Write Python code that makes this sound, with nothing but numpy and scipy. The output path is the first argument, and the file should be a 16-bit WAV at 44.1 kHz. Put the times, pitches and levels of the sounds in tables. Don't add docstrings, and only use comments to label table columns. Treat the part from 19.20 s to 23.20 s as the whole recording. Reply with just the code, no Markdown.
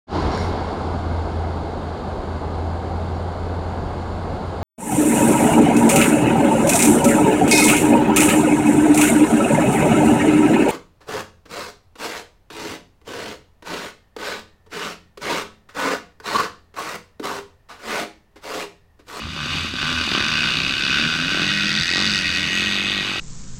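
import sys
import numpy as np
from scipy import signal
from scipy.fft import rfft, irfft
from scipy.io import wavfile
from scipy.ndimage import uniform_filter1d, minimum_filter1d

SR = 44100
rng = np.random.default_rng(int(sys.argv[2]) if len(sys.argv) > 2 else 0)


def int16_out(signal):
    q = np.round(np.clip(np.atleast_2d(signal).T, -1, 1) * 32767)
    wavfile.write(sys.argv[1], SR, q.astype(np.int16))


N = 176400
TAPS = 8192
TIME_S = np.arange(N) / SR
BINS_HZ = np.fft.rfftfreq(TAPS, 1 / SR)

# time_s, low_db, upper_db
ROW_LEVELS = [(0.0, -14.5, -32), (0.15, -47, -36), (0.42, -33, -34), (0.51, -40, -62), (0.68, -42, -30.5),
              (0.76, -33, -47), (1.47, -55, -33), (1.68, -41, -41), (1.86, -55, -27.5), (1.92, -45, -34.5),
              (2.57, -50, -35), (2.61, -24.5, -25), (2.66, -49, -56), (2.85, -40, -33), (3.98, -46, -54),
              (4.0, -41, -45)]
# time_s, level_db
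ROAR_LEVEL = [(0, -33.5), (.13, -33), (.2, -30.5), (.36, -27.5), (.52, -31), (.7, -26.5), (1.2, -26.5),
              (2.2, -27), (2.6, -30), (3.3, -28), (4, -29)]
# freq_hz, gain_db
ROAR_SPECTRUM = [(20, -5.5), (45, -7), (70, -1.5), (130, -1.5), (270, -3), (450, -13), (900, -15),
                 (1200, -6.5), (1500, -5), (1750, -10), (1900, -5.5), (2200, -6), (2540, 2), (2720, -2.5),
                 (2880, 1.5), (3200, -7.5), (3650, 0), (4150, -9), (4650, -2.5), (5400, -17.5), (6100, -14),
                 (7300, -23), (7900, -22.5), (10000, -31), (16000, -41)]

# time_s, firing_hz
FOUR_STROKE_RATE = [(0.0, 10.37), (0.82, 11.16), (0.97, 37.35), (1.1, 32.01), (1.4, 31.33), (2.08, 30.32),
                    (2.2, 43.82), (2.4, 39.45), (2.58, 36.38), (2.66, 33.97), (2.79, 48.73), (2.98, 42.2),
                    (3.13, 38.67), (3.3, 39.91), (3.5, 45.81), (3.78, 48.32), (4.0, 45.24)]
# time_s, level_db
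FOUR_STROKE_LEVEL = [(0, -44.5), (.8, -39), (.88, -36), (.96, -26), (1, -30.5), (1.05, -41.5), (1.4, -39),
                     (2.08, -38), (2.15, -29.5), (2.23, -31), (2.34, -44), (2.56, -38.5), (2.66, -44),
                     (2.74, -30), (2.81, -29), (2.87, -35.5), (3.1, -43.5), (3.38, -34), (3.8, -35),
                     (4, -34.5)]
BARK_LEVEL = [(0, -16), (.85, -3), (.95, 1.5), (1.05, -5), (2.2, -5), (2.8, -3), (3.3, -11), (4, -0.5)]
# freq_hz, gain_db
THUMP_SPECTRUM = [(30, -33), (80, -19.5), (150, 1), (250, 1), (340, 4), (400, -1.5), (480, -10.5),
                  (580, -6), (700, -13), (820, -9.5), (950, -16.5), (1250, -4), (2000, -24), (5000, -42),
                  (12000, -74)]
# freq_hz, width_hz, gain_db
BARK_MODES = [(790, 120, -8), (1080, 160, -19), (1280, 160, -6.5), (2620, 1700, -11)]

# time_s, firing_hz
NEAR_RATE = [(0.0, 51.2), (0.15, 70.26), (0.25, 78.13), (0.37, 92.32), (0.55, 62.2), (0.7, 84.87),
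             (0.83, 80.38), (0.94, 62.66), (1.1, 80.06), (1.28, 74.0), (1.38, 63.89), (1.6, 72.13),
             (1.69, 63.25), (1.82, 77.07), (2.0, 81.92), (2.13, 97.12), (2.58, 103.62), (2.72, 94.0),
             (2.86, 108.74), (2.98, 96.59), (3.3, 99.19), (3.42, 104.04), (4.0, 96.89)]
# time_s, level_db
NEAR_MAIN_LEVEL = [(0.0, -43), (0.14, -44), (0.21, -34), (0.52, -42.5), (0.63, -28), (0.83, -31),
                   (0.86, -38), (0.98, -28), (1.27, -28), (1.38, -36.5), (1.66, -28.5), (1.78, -22.5),
                   (1.95, -29), (2.24, -27.5), (2.27, -32), (2.31, -25.5), (2.35, -31.5), (2.43, -28),
                   (2.75, -36.5), (2.83, -29), (3.12, -35.5), (3.2, -34), (3.23, -37), (4.0, -39.5)]
NEAR_LOW_LEVEL = [(0.0, -32.5), (0.13, -45), (0.17, -33), (0.38, -33), (0.52, -43.5), (0.66, -29),
                  (0.9, -35), (0.96, -27), (0.99, -29), (1.56, -40), (1.6, -54), (1.71, -33.5), (1.93, -40),
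                  (2.21, -39.5), (2.67, -67), (2.75, -38), (2.82, -29), (2.85, -49), (3.98, -38),
                  (4.0, -42)]
INTAKE_LEVEL = [(0.0, -42.5), (0.27, -42), (0.54, -38), (0.71, -32), (0.88, -40.5), (0.99, -33),
                (1.26, -35), (1.36, -41), (1.48, -34.5), (1.59, -45), (1.7, -35.5), (1.74, -33),
                (1.84, -29), (1.96, -44), (2.0, -29), (2.6, -29), (2.62, -60), (2.67, -50), (2.84, -26),
                (3.03, -32.5), (3.72, -31), (4.0, -48)]
# freq_hz, width_hz, gain_db
NEAR_MAIN_MODES = [(1423, 78, -3.5), (1518, 96, -1), (1554, 32, -1), (2496, 75, -3), (2863, 96, -5),
                   (3590, 340, -8.5), (4770, 106, -13), (5570, 110, -15.5), (8000, 260, -28)]
NEAR_LOW_MODES = [(560, 24, -10), (800, 20, -10.5), (1034, 23, -5), (1198, 53, 0)]
# freq_hz, gain_db
INTAKE_SPECTRUM = [(60, 2), (105, -46.5), (155, -4.5), (212, 4), (255, 5.5), (305, -5), (400, -27.5),
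                   (570, -13.5), (800, -32.5), (1000, -63)]
# time_s, gain_db
INTAKE_SHELF = [(0, -3), (1.8, 3), (2.3, -0.5), (2.9, -1), (3.2, 2.5), (3.45, -10), (4, -14)]

# time_s, firing_hz
SHARP_RATE = [(0.0, 43.85), (0.8, 35.04), (1.2, 60.4), (1.35, 61.16), (1.65, 73.64), (2.0, 74.41),
              (2.25, 83.68), (2.5, 84.08), (2.72, 87.96), (2.85, 96.78), (2.95, 98.33), (3.05, 85.52),
              (3.2, 86.97), (3.45, 94.17), (3.7, 99.24), (4.0, 103.33)]
# time_s, low_db, mid_db, high_db, rasp_db, sizzle_db
SHARP_LEVELS = [(0.0, -62, -63, -73, -64, -64), (0.37, -52, -29, -31, -44, -45),
                (0.52, -58, -40, -35, -44, -52), (0.65, -47, -35, -30, -40, -47.5),
                (0.89, -41, -35, -34, -33, -48.5), (1.06, -31, -25, -36, -30.5, -45),
                (1.37, -38, -22.5, -25.5, -33, -48.5), (1.8, -33, -22, -31, -31.5, -46.5),
                (1.94, -45, -35, -53, -37, -46), (2.27, -26, -24, -26, -31.5, -43),
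                (2.58, -23, -27.5, -24, -25, -41.5), (2.99, -25, -23.5, -28.5, -23.5, -38.5),
                (3.04, -24, -24.5, -34, -28, -52), (3.17, -24, -22.5, -29, -28, -39),
                (3.26, -25, -25.5, -29, -33.5, -45), (3.35, -23.5, -21.5, -23.5, -31.5, -36),
                (3.75, -26.5, -25, -21.5, -44, -44.5), (4.0, -36, -27.5, -31, -44, -47)]
# freq_hz, width_hz, gain_db
SHARP_LOW_MODES = [(1893, 47, 0.5), (2150, 90, -8)]
SHARP_MID_MODES = [(2561, 137, -0.64), (2884, 68, -0.36)]
SHARP_HIGH_MODES = [(3623, 560, 2.5), (3500, 69, -7)]
RASP_MODES = [(4636, 560, 1), (4640, 400, -0.5), (5390, 130, -8.5), (5940, 57, -10), (6550, 150, -45)]
# freq_hz, gain_db
SIZZLE_SPECTRUM = [(4000, -62), (6300, 11), (6900, 1.5), (7350, -29), (7830, 7), (8350, -9.5), (8700, -7),
                   (9500, -14), (11500, -11), (13200, -22.5), (14200, -18), (16000, -58)]
CRACK_SPECTRUM = [(500, -33), (1100, -22), (1500, 1.5), (2200, -4), (3000, -5.5), (3700, 1), (4700, 4),
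                  (5400, -7.5), (6500, -21), (9000, -19.5)]

# delay_s, gain_db
ECHOES = [(.0031, -23), (.0047, -14), (.0083, -17.5)]


def amp(db):
    return 10 ** (np.asarray(db) / 20)


def unit(x):
    return x / np.sqrt(np.mean(x ** 2) + 1e-20)


def curve(table, column=1):
    rows = np.array(table)
    return np.interp(TIME_S, rows[:, 0], rows[:, column])


def spectrum(table, at_hz=BINS_HZ):
    freq_hz, gain_db = np.transpose(table)
    return amp(np.interp(np.log(at_hz + 1), np.log(freq_hz + 1), gain_db))


def pipe(modes, low_hz, high_hz):
    power = sum(amp(db) ** 2 / (1 + (2 * (BINS_HZ - hz) / width_hz) ** 2) for hz, width_hz, db in modes)
    return np.sqrt(power / (1 + (low_hz / (BINS_HZ + 1)) ** 10) / (1 + (BINS_HZ / high_hz) ** 10))


def ring(x, gain):
    log_gain = np.log(np.maximum(gain / gain.max(), 1e-5))
    mirrored = np.r_[log_gain, log_gain[-2:0:-1]]
    log_response = np.conj(signal.hilbert(mirrored))[:len(BINS_HZ)]
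    impulse = irfft(np.exp(log_response))[:TAPS // 2]
    return unit(signal.oaconvolve(x, impulse)[:N])


def drift(hz):
    rolloff = np.exp(-(np.fft.rfftfreq(N, 1 / SR) / hz) ** 2)
    return unit(irfft(rfft(rng.standard_normal(N)) * rolloff, N))


def firings(rate_hz, uneven_db, jitter_s, start_cycles=0):
    cycles = start_cycles + np.cumsum(rate_hz) / SR
    due = np.flatnonzero(np.diff(np.floor(cycles)) > 0)
    strength, lag = rng.standard_normal((len(due), 2)).T
    fired = np.clip(due + (lag * jitter_s * SR).astype(int), 0, N - 1)
    clicks = np.zeros(N)
    clicks[fired] = amp(uneven_db * np.minimum(strength, 1.3)) / np.sqrt(rate_hz[due])
    return clicks


def pops(clicks, gas_db, decay_s):
    puff = signal.lfilter([1], [1, -np.exp(-1 / (decay_s * SR))], clicks + 1e-15)
    return unit(clicks) + amp(gas_db) * unit(puff * rng.standard_normal(N))


def idling_row():
    clicks = firings(rate_hz=27.5 * amp(.4 * drift(hz=6)), uneven_db=1, jitter_s=.0007)
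    low = ring(pops(clicks, gas_db=-6.5, decay_s=.016), pipe([(85.2, 10.4, 0)], low_hz=59.4, high_hz=115))
    clicks = firings(rate_hz=39 * amp(.3 * drift(hz=4.94)), uneven_db=2.5, jitter_s=.0004)
    upper = ring(pops(clicks, gas_db=-14, decay_s=.022), pipe([(153, 17, 0)], low_hz=119, high_hz=193))
    return amp(curve(ROW_LEVELS) - 1.5) * low + amp(curve(ROW_LEVELS, column=2) - 2.5) * upper


def distant_roar():
    hiss = ring(rng.standard_normal(N), spectrum(ROAR_SPECTRUM))
    return amp(curve(ROAR_LEVEL) + .81 * drift(hz=10)) * hiss


def four_stroke():
    clicks = firings(curve(FOUR_STROKE_RATE), uneven_db=.4, jitter_s=0, start_cycles=.27)
    thump = ring(pops(clicks, gas_db=-19, decay_s=.006), spectrum(THUMP_SPECTRUM))
    bark = ring(pops(clicks, gas_db=2.5, decay_s=.0038), pipe(BARK_MODES, low_hz=800, high_hz=4140))
    return amp(curve(FOUR_STROKE_LEVEL)) * (thump + amp(curve(BARK_LEVEL)) * bark)


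def intake(rate_hz, shelf_hz=294):
    cycles = np.cumsum(rate_hz) / SR
    shelf_db = curve(INTAKE_SHELF)
    drone = 0
    for k in range(1, 9):
        above_shelf = 1 / (1 + (shelf_hz / (k * rate_hz)) ** 20)
        gain = spectrum(INTAKE_SPECTRUM, k * rate_hz) * amp(shelf_db * above_shelf)
        drone += gain * np.cos(2 * np.pi * k * cycles)
    return amp(curve(INTAKE_LEVEL) + 1.55 * drift(hz=16) - 1) * unit(drone)


def near_two_stroke():
    rate_hz = curve(NEAR_RATE)
    clicks = firings(rate_hz, uneven_db=1.1, jitter_s=.00004)
    drive = pops(clicks, gas_db=-5, decay_s=.0076)
    main = ring(drive, pipe(NEAR_MAIN_MODES, low_hz=1280, high_hz=6500))
    low = ring(clicks, pipe(NEAR_LOW_MODES, low_hz=460, high_hz=1405))
    exhaust = amp(curve(NEAR_MAIN_LEVEL) + 3) * main + amp(curve(NEAR_LOW_LEVEL) - 3.5) * low
    return exhaust + intake(rate_hz)


def sharp_two_stroke(crack_cutoff_hz=10000):
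    clicks = firings(curve(SHARP_RATE), uneven_db=.7, jitter_s=.00004)
    body = pops(clicks, gas_db=-2, decay_s=.003)
    snap = pops(clicks, gas_db=-2, decay_s=.001)
    gas = pops(clicks, gas_db=12, decay_s=.0022)
    bands = [amp(-5.5) * ring(body, pipe(SHARP_LOW_MODES, low_hz=1630, high_hz=2280)),
             amp(-3.5) * ring(body, pipe(SHARP_MID_MODES, low_hz=2260, high_hz=3440)),
             amp(-5.5) * ring(snap, pipe(SHARP_HIGH_MODES, low_hz=2740, high_hz=3980)),
             amp(-2) * ring(body, pipe(RASP_MODES, low_hz=3910, high_hz=6500)),
             amp(-.5) * ring(gas, spectrum(SIZZLE_SPECTRUM))]
    ringing = sum(band * amp(curve(SHARP_LEVELS, column)) for column, band in enumerate(bands, 1))
    lowpass = signal.butter(6, crack_cutoff_hz, fs=SR, output="sos")
    crack = signal.sosfilt(lowpass, ring(snap, spectrum(CRACK_SPECTRUM)))
    rasp_db = curve(SHARP_LEVELS, column=4)
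    return ringing + amp(rasp_db - 5) * crack


def reflections(x, scatter_db=-13, t60_s=.14, cutoff_hz=900):
    t = TIME_S[:TAPS]
    tail = unit(rng.standard_normal(TAPS) * amp(-60 * t / t60_s))
    impulse = amp(scatter_db) * tail / np.sqrt(TAPS)
    for delay_s, gain_db in ECHOES:
        impulse += amp(gain_db) * np.sinc((t - delay_s) * SR)
    treble = signal.sosfilt(signal.butter(2, cutoff_hz, "highpass", fs=SR, output="sos"), x)
    return x + signal.oaconvolve(treble, impulse)[:N]


def scene():
    close = reflections(sharp_two_stroke() + near_two_stroke() + four_stroke())
    return (close + idling_row() + distant_roar())[None]


def record(dry, ceiling=.46, window_s=.004, cutoff_hz=15400):
    size = int(window_s * SR)
    needed_gain = ceiling / np.maximum(abs(dry), ceiling)
    gain = uniform_filter1d(minimum_filter1d(needed_gain, size), size)
    lowpass = signal.firwin(401, cutoff_hz, window=("kaiser", 9), fs=SR)
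    return signal.oaconvolve(dry * gain, lowpass[None], "same")


dry = scene()
out = record(dry)
int16_out(out)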